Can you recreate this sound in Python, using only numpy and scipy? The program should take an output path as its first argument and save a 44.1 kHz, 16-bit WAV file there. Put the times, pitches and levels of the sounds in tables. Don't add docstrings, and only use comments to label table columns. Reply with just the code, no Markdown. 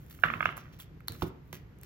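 import sys
import numpy as np
from scipy import signal
from scipy.fft import rfft, irfft, next_fast_len
from scipy.io import wavfile
from scipy.ndimage import map_coordinates

SR = 44100
rng = np.random.default_rng(int(sys.argv[2]) if len(sys.argv) > 2 else 0)


def magnitude_from_level(level_db):
    exponent = np.asarray(level_db, float) / 20
    return 10 ** exponent


def dump(signal):
    limited = np.clip(np.atleast_2d(signal).T, -1, 1)
    pcm = np.round(limited * 32767).astype(np.int16)
    wavfile.write(sys.argv[1], SR, pcm)


N = 81585

# start_s, level_db (peak before KNOCK_GAIN_DB), pitch_hz, far_over_near_corner_db
KNOCKS = [(.189, -47.5, 1360, -10.5), (0.224, -47, 1600, -13.5), (0.235, -8, 1504, 8),
          (0.243, -27.5, 1250, -7.5), (.253, -28, 1200, -3), (0.261, -27.5, 1470, -4.5),
          (.284, -28.5, 1610, -6.5), (0.3007, -23, 1154, -10), (.337, -22, 1290, -18),
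          (0.357, -38.5, 1530, -6), (.406, -18.5, 1256, -3), (.427, -21, 1303, -5.5),
          (.456, -12, 1324, -10.5), (0.49, -26.5, 1290, -11.5), (.577, -36.5, 1310, -2.5),
          (1.005, -51, 1290, -19.5), (1.052, -66, 1380, -6.5), (1.151, -50.5, 1300, 1)]
# frequency_hz, width_hz, level_db (before scatter)
DECK_MODES = [(324, 49, -25.5), (690, 170, -14), (1014, 120, -12), (1290, 126, 4), (1546, 353, -4.5),
              (2000, 200, -9), (2126, 220, -5), (2582, 100, -3.5), (2810, 69, -10), (3410, 120, -13)]
DECK_PITCH_HZ, PITCH_FOLLOW_EXPONENT, MODE_SCATTER_DB = 1300, 0.65, 2.5
FAR_CORNER_DELAY_S, CONTACT_CORNER_HZ, KNOCK_GAIN_DB = 0.001801, 3414, 2
# time_s, level_db (before CHATTER_GAIN_DB)
CHATTER = [(0.2, -74), (0.25, -34), (.268, -45), (0.282, -54.5), (0.366, -49.5), (0.41, -47),
           (0.454, -56.5), (0.475, -44), (0.53, -49), (0.558, -61), (0.72, -61)]
CHATTER_RATE_PER_S, CHATTER_GAIN_DB = 280, -4.5
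# frequency_hz, relative_level_db
DECK_AROUND = [(200, -30), (400, -10.5), (800, -12.5), (1300, 0), (1900, -3), (2600, -8), (3500, -15),
               (4300, -37), (7000, -51.5)]
AROUND_GAIN_DB, AROUND_T60_S = -5, 0.023

# start_s, treble_click_peak_db, body_click_peak_db, body_hz,
# body_width_over_pitch (ratio), rasp_length_s (time to fall 30 dB)
SNAPS = [(0.064, -48.5, -61, 2045, 1.4, 0.0058), (0.11, -43.5, -45, 2426, 2.7, .008),
         (0.2, -44.5, -60, 2010, 1.7, 0.0045), (0.237, -42, -42.5, 5470, 0.48, .004),
         (.269, -49.5, -60, 3600, 1, 0.0072), (0.455, -44.5, -39.5, 5750, .6, 0.011),
         (0.57, -32.5, -36.5, 1350, .8, 0.0043), (0.578, -30.5, -40.5, 650, 1.3, 0.0053),
         (0.801, -41.5, -41, 3250, 0.16, 0.029), (0.796, -58, -47.5, 1490, 1.7, 0.034),
         (1.006, -49, -51, 1800, 0.61, 0.0023), (1.083, -17.5, -30.5, 1200, 1.31, 0.0032),
         (1.0835, -31.5, -23, 4030, 0.25, 0.0036), (1.122, -30.5, -40, 2900, 1.4, 0.0034),
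         (1.222, -44.5, -21.5, 1127, 0.98, 0.0048), (1.225, -36, -30.5, 3805, 0.48, 0.007),
         (1.529, -32, -34.5, 2555, 0.95, 0.007), (1.5303, -49, -33.5, 883, 2.17, 0.01),
         (1.5312, -47, -46.5, 4400, 0.7, 0.0094), (1.7875, -48.5, -65.5, 2980, 0.96, 0.0033),
         (1.814, -38.5, -70.5, 2950, 1.2, 0.002), (1.834, -37, -44.5, 2470, 1.33, .008)]
# frequency_hz, relative_level_db
SNAP_TREBLE = [(4000, -38), (6500, -9.5), (9000, -3.5), (13000, -7.5), (16000, -7), (17000, -36)]
TREBLE_RASP_DB, BODY_RASP_DB = -5.5, -6
SNAP_TO_ROOM_DB = -2

# start_s, level_db (before the two gains below), rise_s, t60_s
THUMPS = [(0.239, -38, 0.0081, 0.59), (0.291, -44, .01, 0.26), (0.34, -47, 0.012, 0.51),
          (0.41, -47.5, .01, 0.5), (0.463, -47.5, .01, 0.36), (0.568, -52.5, 0.0099, 0.45),
          (1.093, -38.5, 0.0067, 0.27), (1.224, -23.5, 0.004, 0.19), (1.53, -42, 0.0042, 0.16)]
# frequency_hz, width_hz, level_db
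TABLE_MODES = [(98.8, 26, -4), (162.8, 16, 0.5), (244, 26, -2.5), (372, 19, -9.5), (456.6, 23, -17)]
RUMBLE_GAIN_DB, STRUCK_GAIN_DB = -3, 2.5

# start_s, length_s, treble_db, mids_over_treble_db, fade_t60_s
STROKES = [(0.0, 0.11, -74, -3.5, .1), (0.095, .12, -64.5, -3.5, .15), (0.229, 0.29, -67, 2, 0.084),
           (0.563, .02, -63.5, 8.5, 0.302), (0.724, 0.05, -77, 8, 0.18), (0.787, 0.03, -58, -4, 0.11),
           (1.073, 0.16, -61, -1.5, 0.12), (1.208, 0.033, -63, 0, 0.059), (1.261, 0.023, -60.5, -7, 0.048),
           (1.444, 0.115, -78.5, -10, 0.1), (1.526, 0.017, -63.5, 4, 0.2), (1.822, 0.035, -67.5, 3, .1)]
# frequency_hz, relative_level_db
SLIDE_TREBLE = [(5000, -41.5), (7000, -9), (9000, -6), (12000, -8), (14500, -6.5), (15800, -7),
                (16300, -41)]
# frequency_hz, relative_level_db
SLIDE_MIDS = [(500, -39), (1300, -3), (2200, 0), (3300, 1), (4200, -5), (6000, -3), (8000, -14)]
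STROKE_RISE_S = 0.0029

# frequency_hz, t60_s
WALL_DECAY = [(100, 0.38), (1000, 0.48), (4000, 0.27), (12000, 0.098)]
# frequency_hz, level_db
WALL_COLOUR = [(200, -12), (1500, -8), (3500, -11), (5000, -9), (13000, -20)]
WALL_DELAY_S, WALL_PIECE_S = 0.006, 0.045

# frequency_hz, relative_density_db_per_hz
ROOM_TONE = [(15, -46), (30, -17), (45, -3), (90, -2.5), (152, -2), (216, -14.5), (290, -14), (430, -18.5),
             (605, -27), (2000, -32), (4000, -43), (8000, -51.5), (10000, -100)]
# frequency_hz, relative_level_db
HISS = [(3000, -10), (8000, -11.5), (13000, 8.5), (15800, -10), (16300, -43.5)]
ROOM_TONE_DB, HISS_DB = -51, -84
# frequency_hz, correlation (ratio)
LIKENESS = [(25, 1), (60, 1), (250, 0.82), (1000, 0.054), (6000, 0.089), (9000, 0.99), (14000, 0.62)]

# frequency_hz, left_lag_cycles
PORT_LAG = [(0, 0), (1300, 0.16), (1900, 0.2), (3800, 0.34), (4800, -0.25), (6000, -0.25), (7500, -0.38),
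            (9000, -.5), (10200, -0.593), (12500, -.97), (22050, -0.91)]
# frequency_hz, left_minus_right_db
PORT_LEVEL = [(60, -7.5), (250, -2), (700, -15), (1500, -12.5), (3000, -3), (6000, -1), (12000, 0)]


def unit(x):
    return x / np.sqrt(np.mean(x ** 2) + 1e-20)


def along(points, hz):
    f, v = np.transpose(points)
    return np.interp(np.log(hz + 1), np.log(f + 1), v)


def wobble(rate):
    knots = rng.standard_normal(int(N * rate / SR) + 4)
    return map_coordinates(knots, [np.arange(N) * rate / SR])


def filtered(x, response):
    n = x.shape[-1]
    m = next_fast_len(n + 8192)
    return irfft(rfft(x, m) * response(np.fft.rfftfreq(m, 1 / SR)), m)[..., :n]


def resonant(modes, f):
    total = 0
    for k, (centre, width, db) in enumerate(modes):
        damping = 1j * f * width
        total = total + (-1) ** k * magnitude_from_level(db) * damping / (centre * centre - f * f + damping + 1e-9)
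    return total


def noise(spectrum, size=N):
    return unit(filtered(rng.standard_normal(size), lambda hz: magnitude_from_level(along(spectrum, hz))))


def add(track, s, sound):
    part = track[round(s * SR):][:len(sound)]
    part += sound[:len(part)]


def deck_knocks():
    near, around = np.zeros(N), np.zeros(N)

    def soft_contact(f):
        ratio = f / CONTACT_CORNER_HZ
        return 1 / (1 + 1.2j * ratio - ratio ** 2) ** 3

    scatters = rng.standard_normal((len(KNOCKS), len(DECK_MODES)))
    for (s, db, hz, far_db), scatter in zip(KNOCKS, scatters):
        blow = np.zeros(2048)
        blow[[0, round(FAR_CORNER_DELAY_S * SR)]] = 1, magnitude_from_level(far_db)
        shift = (hz / DECK_PITCH_HZ) ** PITCH_FOLLOW_EXPONENT
        modes = [(c * shift, w, g + MODE_SCATTER_DB * r) for (c, w, g), r in zip(DECK_MODES, scatter)]
        knock = filtered(blow, lambda f: resonant(modes, f) * soft_contact(f))
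        add(near, s, magnitude_from_level(db + KNOCK_GAIN_DB) * knock / abs(knock).max())
        decay = magnitude_from_level(-60 * np.arange(len(blow)) / SR / AROUND_T60_S)
        add(around, s, magnitude_from_level(db + AROUND_GAIN_DB) * noise(DECK_AROUND, size=len(blow)) * decay)
    return near, around


def chatter():
    t = np.arange(N) / SR
    hits = rng.random(N) < CHATTER_RATE_PER_S / SR
    grains = hits * rng.standard_normal(N) * magnitude_from_level(0.88 * wobble(36))
    times, levels = np.transpose(CHATTER)
    level = magnitude_from_level(np.interp(t, times, levels) + CHATTER_GAIN_DB)
    active = (t > KNOCKS[2][0]) * (t < CHATTER[-1][0])
    return level * active * unit(filtered(grains, lambda f: magnitude_from_level(along(DECK_AROUND, f))))


def snaps():
    out, t = np.zeros(N), np.arange(2048) / SR
    lead = 32
    click = (np.arange(len(t)) == lead) * 1.
    tick = filtered(click, lambda hz: magnitude_from_level(along(SNAP_TREBLE, hz)))
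    for s, treble_db, body_db, hz, width, length in SNAPS:
        fade = magnitude_from_level(-30 * t / length) * (1 - np.exp(-t / 0.00037))
        flex = lambda x: filtered(x, lambda f: resonant([(hz, width * hz, 0)], f) ** 2)
        body_click = flex(click)
        body_rasp = fade * unit(flex(rng.standard_normal(len(t))))
        body = body_click / abs(body_click).max() + magnitude_from_level(BODY_RASP_DB) * body_rasp
        treble_rasp = fade * noise(SNAP_TREBLE, size=len(t))
        treble = tick / tick.max() + magnitude_from_level(TREBLE_RASP_DB) * treble_rasp
        add(out, s - lead / SR, magnitude_from_level(treble_db) * treble + magnitude_from_level(body_db) * body)
    return out


def table_thumps():
    t = np.arange(N) / SR
    push = np.zeros(N)
    for s, db, rise, t60 in THUMPS:
        since = (t - s).clip(0)
        push += magnitude_from_level(db - 60 * since / t60) * (1 - np.exp(-since / rise))
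    rumble = unit(filtered(rng.standard_normal(N), lambda f: resonant(TABLE_MODES, f)))
    out = magnitude_from_level(RUMBLE_GAIN_DB) * push * rumble
    ring = filtered((t[:SR // 4] == 0) * 1., lambda f: resonant(TABLE_MODES, f))
    for s, db, rise, t60 in THUMPS:
        add(out, s + rise, magnitude_from_level(db + STRUCK_GAIN_DB) * ring / abs(ring).max())
    return out


def slide():
    t = np.arange(N) / SR
    treble, mids = np.zeros(N), np.zeros(N)
    for s, length, db, mids_db, t60 in STROKES:
        rise = ((t - s) / STROKE_RISE_S).clip(0, 1)
        stroke = rise * magnitude_from_level(-60 * (t - s - length).clip(0) / t60)
        treble += magnitude_from_level(db) * stroke
        mids += magnitude_from_level(db + mids_db) * stroke
    grain = magnitude_from_level(3.2 * wobble(27) + 2.79 * wobble(360))
    return grain * (treble * noise(SLIDE_TREBLE) + mids * noise(SLIDE_MIDS))


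def walls(x):
    step, out = round(WALL_PIECE_S * SR), np.zeros((N + SR, 2))
    for start in range(0, N, step):
        piece = x[start:start + step]
        hz, t, z = signal.stft(rng.standard_normal((2, SR // 3)), SR, nperseg=256)
        decay = magnitude_from_level(-60 * t / along(WALL_DECAY, hz)[:, None])
        tail = signal.istft(z * decay, SR, nperseg=256)[1]
        echo = signal.fftconvolve(piece[None], tail / np.linalg.norm(tail[0]), axes=1)
        add(out, start / SR + WALL_DELAY_S, echo.T)
    return diffuse(filtered(out[:N].T, lambda hz: magnitude_from_level(along(WALL_COLOUR, hz))))


def room_tone():
    pair = lambda spectrum: np.array([noise(spectrum), noise(spectrum)])
    rumble = magnitude_from_level(ROOM_TONE_DB + 0.96 * wobble(11.94)) * pair(ROOM_TONE)
    return diffuse(rumble + magnitude_from_level(HISS_DB) * pair(HISS))


def diffuse(pair):
    turn = lambda hz: np.arccos(np.clip(along(LIKENESS, hz), -1, 1)) / 2
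    mid, side = filtered(pair, lambda hz: np.array([np.cos(turn(hz)), np.sin(turn(hz))]))
    return np.array([mid + side, mid - side])


def ports(x, share=1):
    side = np.array([[1], [-1]])

    def response(f):
        level = magnitude_from_level(side * share * along(PORT_LEVEL, f) / 2)
        lag_cycles = np.interp(f, *np.transpose(PORT_LAG))
        return level * np.exp(-1j * np.pi * side * lag_cycles)

    return filtered(x, response)


def scene():
    near, around = deck_knocks()
    rattle, edges = chatter(), snaps()
    rest = table_thumps() + slide()
    direct = near + rattle + edges + rest
    echo = walls(around + rattle + magnitude_from_level(SNAP_TO_ROOM_DB) * edges + rest)
    return ports(direct[None]) + ports(echo + room_tone(), share=0.11)


def roll_off(x):
    return signal.sosfilt(signal.butter(12, 17080, fs=SR, output="sos"), x)


def record(dry):
    return roll_off(dry)


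dry = scene()
out = record(dry)
dump(out)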